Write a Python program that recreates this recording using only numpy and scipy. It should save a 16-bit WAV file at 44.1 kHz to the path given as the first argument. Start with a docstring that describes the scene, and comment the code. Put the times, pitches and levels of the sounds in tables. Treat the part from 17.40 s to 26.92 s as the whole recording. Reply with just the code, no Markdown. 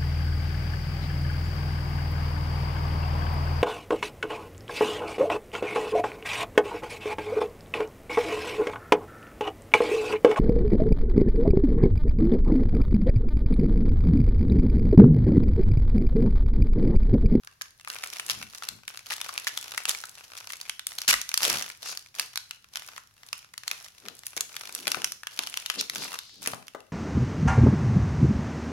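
"""Unwrapping a biscuit bar

Two hands pull a thin plastic wrapper off a biscuit bar, close above a table in a small room. Creases buckle
with sharp snaps over a fine rustle. A short hollow ring sounds, the seam rips and a strip peels back, falling
in pitch. Hands and sleeves shove over the table top, and the bar knocks on it as it is handled and set down."""
import sys
import numpy as np
from scipy import signal
from scipy.fft import rfft, irfft
from scipy.io import wavfile

SR = 44100
rng = np.random.default_rng(int(sys.argv[2]) if len(sys.argv) > 2 else 0)


def unload_audio(sound):
    """Save the sound as a 16-bit wav file, at the path given as the first command line argument."""
    columns = np.transpose(np.atleast_2d(sound))
    # keep every value between -1 and 1, then stretch to whole-number steps
    steps = np.round(np.clip(columns, -1, 1) * 32767)
    wavfile.write(sys.argv[1], SR, steps.astype(np.int16))


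N = 419832
TIME = np.arange(N) / SR
SIDES = np.array([[.5], [-.5]])   # splits a level difference between left and right
STRAIN_S = .0012   # a crease creaks this long before it flips
FACET_HZ = 4160   # pitch of a typical facet of film

# tone of snapping film: f/Hz, level/dB
SNAP_COLOUR = [(150, -9), (650, -5.5), (1250, 3.5), (3200, 0), (6200, 2), (8000, -5), (11000, 2),
               (15500, -7.5)]


def from_db(db):
    """Decibels to gain."""
    return 10 ** (np.asarray(db) / 20)


def unit_energy(x):
    """Scale so that the squares sum to one in an average channel."""
    return x / np.sqrt(np.mean(np.sum(x ** 2, axis=-1)) + 1e-20)


def at_hz(points, hz):
    """Read a table on a log-frequency axis."""
    at, values = np.transpose(points)
    return np.interp(np.log(hz + 1), np.log(at), values)


def add(out, s, sound):
    """Mix a short sound in at time s."""
    i = max(0, round(s * SR))
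    out[:, i:i + sound.shape[-1]] += sound[..., :max(0, N - i)]


def convolve(x, impulse):
    """Filter channel by channel, no longer than the scene."""
    return signal.oaconvolve(x, impulse, axes=1)[:, :N]


def dull(x, top_hz):
    """Take the edge off the treble."""
    return signal.lfilter(*signal.butter(1, top_hz, fs=SR), x)


def response(colour, pitch_hz=None, q=1, size=2048):
    """Stereo impulse response of a tone curve, with one resonance if a pitch is given."""
    # how the two microphone ports differ: f/Hz, left minus right/dB
    ports = [(2700, 1.5), (5000, -4), (13000, -2)]
    hz = np.maximum(np.fft.rfftfreq(size, 1 / SR), 1)
    gain = from_db(at_hz(colour, hz) + at_hz(ports, hz) * SIDES)
    if pitch_hz:
        gain = gain / np.hypot(1, q * (hz / pitch_hz - pitch_hz / hz))
    cepstrum = irfft(np.log(gain))[:, :size // 2]
    cepstrum[:, 1:] *= 2   # minimum phase keeps the attack sharp
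    return unit_energy(irfft(np.exp(rfft(cepstrum, size)))[:, :size // 2])


def stereo_noise(size, width):
    """White noise; width (0-1) is the share that each channel has to itself."""
    return np.sqrt(1 - width) * rng.standard_normal(size) + np.sqrt(width) * rng.standard_normal((2, size))


def coloured_noise(colour, width):
    """Steady stereo noise of rms one."""
    return convolve(stereo_noise(N, width), response(colour))


def band_noise(pitch_hz, q, width):
    """Stereo noise of rms one around a resonance."""
    b, a = signal.iirpeak(pitch_hz, q, fs=SR)
    band = signal.lfilter(b, a, signal.lfilter(b, a, stereo_noise(N, width)))
    return band / np.std(band)


def strokes(rows, q, width):
    """Bands of noise, swelling and fading with each stroke."""
    out = 0
    for middle_s, half_s, db, pitch_hz in rows:
        swell = np.exp(-.5 * ((TIME - middle_s) / half_s) ** 2)
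        out = out + from_db(db) * swell * band_noise(pitch_hz, q, width)
    return out


def room_tone(level_db=-70):
    """The low, steady hush of a quiet room."""
    # tone of the hush: f/Hz, level/dB
    hush_colour = [(25, -9.5), (110, 2), (250, -13), (5000, -35), (16000, -29)]
    return from_db(level_db) * coloured_noise(hush_colour, width=0.19)


def room_reverb(x, t60_s=0.39, gap_s=0.0033, wall_hz=11000):
    """Diffuse wall echoes, different on each side."""
    t = np.arange(SR // 2) / SR
    tail = dull(rng.standard_normal((2, len(t))), wall_hz) * from_db(-60 * t / t60_s)
    fade_in = np.clip(t / gap_s - 1, 0, 1)
    return convolve(x, unit_energy(tail * fade_in))


def rubs_and_thump():
    """Low rubs of hands and sleeves, and one deep thump as the seam rips."""
    # rubs and the thump: middle t/s, half length/s, level/dB, f/Hz
    low_swells = [(0.98, 0.064, -54.5, 119), (1.34, 0.028, -55, 114), (3.74, 0.04, -53, 41.6),
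                  (4.17, 0.058, -55.5, 125), (6.68, 0.033, -53, 334), (7.49, 0.12, -55, 274),
                  (8.39, 0.02, -46.5, 264), (8.596, 0.044, -48, 217), (9.09, 0.09, -55.5, 182)]
    return strokes(low_swells, q=0.63, width=0.06)


def table_knocks(decay_s=0.0056, q=0.43, size=4000):
    """Each touch is a dull tap: the table's many damped modes die within a few cycles."""
    # bar and knuckles on the table: t/s, level/dB, f/Hz
    knocks = [(3.682, -38.5, 197), (6.968, -40, 550), (7.472, -33, 600), (7.57, -34.5, 403),
              (7.99, -35.5, 587), (9.073, -34.5, 600), (9.134, -34.5, 610), (9.348, -33.5, 740)]
    # tone of the table top: f/Hz, level/dB
    table_colour = [(40, -11), (120, -1.5), (750, -5), (1400, -7.5), (2800, -18), (9000, -20)]
    out, t = np.zeros((2, N)), np.arange(size) / SR
    for s, db, pitch_hz in knocks:
        burst = stereo_noise(size, width=0.1) * np.exp(-t / decay_s)
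        tap = convolve(burst, response(table_colour, pitch_hz, q))
        add(out, s, np.sqrt(decay_s * SR) * from_db(db) * unit_energy(tap))
    return out


def film_slides():
    """Film hisses as it slides over the table and the bar."""
    # slides: middle t/s, half length/s, level/dB, f/Hz
    slides = [(4.49, 0.03, -37, 5270), (8.4, 0.0098, -26.5, 4240), (8.63, 0.033, -37.5, 4500),
              (8.87, 0.15, -52, 4300)]
    return strokes(slides, q=1.67, width=0.72)


def hollow_ring(start_s=0.5, level_db=-45, pitch_hz=1600, t60_s=0.2):
    """A short hollow ring sounds about half a second in."""
    decay = (TIME > start_s) * from_db(level_db - 60 * abs(TIME - start_s) / t60_s)
    return decay * band_noise(pitch_hz, q=2, width=0.45)


def buckle(colour, pitch_hz, hollow=1, click_q=0.46, ring_q=6, neighbour_db=-6,
           flutter_db=-1, flutter_s=0.0024, echo_s=.0016, echo_db=-8, size=512):
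    """One facet creaks and flips: a click, its echo off the table, and a flutter at two pitches."""
    t = np.arange(size) / SR - STRAIN_S
    lags = np.array([[0], [0.000159 * rng.uniform(0.53, 1.994)]])   # the left side hears it first
    echo_lags = echo_s * 2 ** rng.normal(0, 0.302, (2, 1))
    pulse = np.sinc((t - lags) * SR) + from_db(echo_db) * np.sinc((t - echo_lags) * SR)
    click = convolve(pulse, response(colour, pitch_hz, click_q * hollow))
    neighbour_hz = FACET_HZ * 2 ** rng.uniform(-1.006, 1)
    modes = response(colour, pitch_hz, ring_q)
    modes += from_db(neighbour_db) * response(colour, neighbour_hz, ring_q)
    swell = np.exp(np.minimum(-t / flutter_s, 2 * t / STRAIN_S))
    flutter = unit_energy(convolve(stereo_noise(size, width=0.63) * swell, modes))
    return unit_energy(click + from_db(flutter_db) * flutter)


def grip_effort(held_db=-59, attack_s=.04, relax_s=0.05):
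    """How hard the film is worked, in dB: each grip builds up, holds and relaxes."""
    # fingers squeeze, fold or pull the film: t/s, length/s, level/dB
    grips = [(0.455, 0.446, -42), (0.842, 0.18, -43), (1.09, 0.22, -45), (1.463, 0.13, -49),
             (1.632, 0.78, -42.5), (2.44, 0.099, -37.5), (2.523, 0.75, -48), (3.46, 0.14, -44.5),
             (3.676, 0.095, -42), (4.002, 0.18, -30), (4.392, 0.13, -40), (4.736, 0.085, -39),
             (5.306, 0.26, -46), (5.757, 0.26, -52.5), (6.227, 0.22, -45.5), (6.515, 0.52, -51),
             (7.079, 0.59, -43.5), (7.892, 0.52, -43.5), (8.511, 0.23, -37.5), (9.002, 0.08, -39)]
    power = from_db(held_db) ** 2
    for s, length, db in grips:
        tighten = np.clip((TIME - s) / attack_s, 0, 1)
        relax = np.exp(-np.clip((TIME - s - length) / relax_s, 0, 20))
        power = power + (from_db(db) * tighten * relax) ** 2
    return 10 * np.log10(power)


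def sheet_body(x, effort_db, corner_hz=900, follows=0.23):
    """Only a hard pull moves the whole sheet: a light touch has weaker lows."""
    thin = signal.sosfilt(signal.butter(2, corner_hz, "high", fs=SR, output="sos"), x)
    return thin + from_db(follows * (effort_db - effort_db.max())) * (x - thin)


def rustle(trim_db=-1, flips_per_s=110, crowding=.75, spread_db=7, rub_db=-6,
           low_hz=1400, high_hz=9500, facets=12):
    """Film rubs softly on film, and small creases flip at random, more often the harder it is worked."""
    # tone of rustling film: f/Hz, level/dB
    rustle_colour = [(40, -10), (750, 5), (3000, -0.5), (6000, 3), (8000, -5), (11300, 2), (15500, -6.5)]
    effort_db = grip_effort()
    chance = np.minimum(flips_per_s * from_db(crowding * (effort_db - np.median(effort_db))) / SR, .5)
    sizes = from_db(spread_db * np.minimum(rng.exponential(1, N), 2)) * rng.choice([-1, 1], N)
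    flips = (rng.random(N) < chance) * sizes / np.std(sizes) / np.sqrt(chance)
    facet = rng.integers(0, facets, N)
    out = from_db(rub_db) * dull(coloured_noise(rustle_colour, width=0.89), top_hz=10000)
    for k, pitch_hz in enumerate(np.geomspace(low_hz, high_hz, facets)):
        out += convolve((flips * (facet == k))[None], buckle(rustle_colour, pitch_hz))
    return from_db(effort_db + trim_db) * sheet_body(out, effort_db)


def crack_run(rows, slip_s, max_slips, uneven_db=3):
    """One slip sets off the next in a fast, uneven run of cracks."""
    out = np.zeros((2, N))
    for s, length, db, pitch_hz in rows:
        for delay in slip_s * (np.arange(max_slips) + rng.uniform(0, 1, max_slips)):
            crack = buckle(SNAP_COLOUR, pitch_hz * 10 ** rng.normal(0, 0.2))
            strength = (delay < length) * np.sqrt(slip_s * SR) * from_db(db + rng.normal(0, uneven_db))
            add(out, s + delay - STRAIN_S, strength * crack)
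    return out


def fold_crumples():
    """A fold collapses in a short crunch."""
    # collapsing folds: t/s, length/s, level/dB
    folds = [(0.904, 0.013, -29), (1.7, 0.038, -32), (2.073, .013, -30.5), (2.48, 0.034, -29),
             (2.967, .022, -40), (6.965, 0.013, -25.5)]
    return crack_run([(*fold, FACET_HZ) for fold in folds], slip_s=.004, max_slips=10)


def strip_peel(start_s=4, length_s=0.16, level_db=-40.5, first_hz=1400, last_hz=130,
               slips_per_s=170, fade_db=10, tick_db=9, uneven_db=4):
    """Each slip of the seam ticks and plucks the freed strip, which sounds lower as it lengthens."""
    out, t = np.zeros((2, N)), np.arange(2048) / SR
    for along in np.cumsum(rng.uniform(0, 2, 64)) / (slips_per_s * length_s):
        hz = first_hz * (last_hz / first_hz) ** min(along, 1) * 10 ** rng.normal(0, 0.05)
        pluck = unit_energy(np.cos(2 * np.pi * hz * t) * np.exp(-hz * t))
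        tick = from_db(tick_db) * buckle(SNAP_COLOUR, FACET_HZ * 2 ** rng.uniform(-0.94, 1))
        slip_db = level_db - fade_db * along + rng.normal(0, uneven_db)
        strength = (along < 1) * np.sqrt(SR / slips_per_s) * from_db(slip_db)
        add(out, start_s + along * length_s, strength * pluck)
        add(out, start_s + along * length_s - STRAIN_S, strength * tick)
    return out


def seam_rip():
    """The seam unzips in a dense, bright burst."""
    # the seam giving way: t/s, length/s, level/dB, f/Hz
    rips = [(3.678, 0.036, -15.5, 4300), (3.726, 0.0071, -17.5, 3540)]
    return crack_run(rips, slip_s=0.0016, max_slips=32)


def crease_snaps(trim_db=0.92, pan_spread_db=1.5, hollow_hz=2100):
    """Big creases snap, each facing its own way; wide, low facets ring more hollow than small ones."""
    # buckling creases: t/s, level/dB, facet f/Hz
    creases = [(0.0733, -39, 1530), (0.2125, -32, 1620), (0.219, -31, 5750), (0.448, -43, 2590),
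               (0.4754, -33, 1370), (0.5011, -30.5, 2800), (0.5366, -39.5, 2950), (0.6375, -28.5, 2300),
               (0.7349, -34.5, 5100), (0.7975, -27.5, 2930), (0.8982, -21.0, 3440), (1.028, -35, 2400),
               (1.2237, -34, 1220), (1.2352, -35.5, 4180), (1.288, -26.5, 4240), (1.4797, -31, 3000),
               (1.574, -35.5, 3900), (1.8145, -28, 3400), (1.8914, -31.5, 1110), (1.9782, -24.5, 2630),
               (2.07, -23.5, 1740), (2.1754, -25, 3300), (2.3195, -35, 3560), (2.3778, -23.5, 2100),
               (2.4543, -24, 2950), (2.4936, -18, 7900), (2.5487, -31, 2200), (2.6385, -33, 1300),
               (3.0724, -38, 4440), (3.104, -35, 1980), (3.1219, -35, 11100), (3.1338, -33.5, 2250),
               (3.2132, -32.5, 4750), (3.296, -25.5, 3120), (3.3947, -31.5, 3350), (3.4688, -24, 8700),
               (3.5859, -27, 4200), (3.6176, -28.5, 4600), (3.7397, -16.5, 1960), (3.8154, -27, 6300),
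               (3.8915, -27.5, 5540), (3.9162, -33, 2430), (3.9415, -18.5, 4960), (3.976, -17, 4600),
               (4.0318, -19, 5000), (4.039, -23, 5300), (4.051, -18, 3300), (4.1, -19.5, 5540),
               (4.2243, -27.5, 5540), (4.301, -35, 1945), (4.5739, -30.0, 4730), (4.7967, -19.5, 4800),
               (4.958, -28, 4080), (4.9749, -24.5, 4060), (5.1101, -32, 2900), (5.3573, -28.5, 2740),
               (5.3715, -30, 3300), (5.5791, -36.0, 1260), (5.9299, -26, 2560), (6.1394, -42.5, 1940),
               (6.1789, -32.5, 4910), (6.235, -40.5, 2260), (6.279, -24.5, 4260), (6.3135, -24, 2550),
               (6.685, -33.5, 2830), (6.867, -29, 10900), (7.0082, -21, 6900), (7.166, -30.5, 3530),
               (7.3502, -26.5, 8050), (7.4709, -23.5, 2600), (7.479, -21, 3280), (7.5178, -20.5, 5000),
               (7.5455, -25.5, 1530), (7.619, -33, 2870), (7.6445, -18.5, 5500), (7.721, -29.5, 5850),
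               (7.834, -36.5, 1860), (7.8706, -29, 2880), (7.991, -21, 2840), (8.0358, -32.5, 3260),
               (8.072, -30.0, 2930), (8.1412, -31.5, 3030), (8.1732, -24.5, 3150), (8.2613, -27.5, 3730),
               (8.3006, -21, 3150), (8.411, -23, 5400), (8.498, -25.5, 4270), (8.5587, -28.5, 3500),
               (8.7407, -33, 1000), (8.7892, -30.5, 4180), (9.061, -28.5, 2150), (9.0742, -21, 8800),
               (9.1346, -31.5, 990), (9.2818, -39.5, 3120)]
    out = np.zeros((2, N))
    span = np.sqrt(.005 * SR)   # a snap carries 5 ms of energy at its level
    for s, db, pitch_hz in creases:
        facing_db = rng.normal(0, pan_spread_db) * SIDES
        snap = buckle(SNAP_COLOUR, pitch_hz, hollow=max(1, hollow_hz / pitch_hz) ** 2)
        add(out, s - STRAIN_S, span * from_db(db + trim_db + facing_db) * snap)
    return out


def scene(film_send_db=-13.0, table_send_db=-7, film_pan_db=2.5, table_pan_db=5.5):
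    """Wrapper and table close by, panned a little left, in a quiet room."""
    film = seam_rip() + fold_crumples() + crease_snaps() + rustle()
    film += strip_peel() + hollow_ring() + film_slides()
    film *= from_db(film_pan_db * SIDES)
    table = (table_knocks() + rubs_and_thump()) * from_db(table_pan_db * SIDES)
    send = from_db(film_send_db) * film + from_db(table_send_db) * table
    return room_tone() + room_reverb(send) + table + film


def record(dry):
    """Soft clipping rounds the tallest peaks; a steep low-pass cuts the top at 16 kHz."""
    rounded = .9 * np.tanh(dry / .9)
    return signal.sosfilt(signal.ellip(10, .2, 70, 16000, fs=SR, output="sos"), rounded)


dry = scene()
out = record(dry)
unload_audio(out)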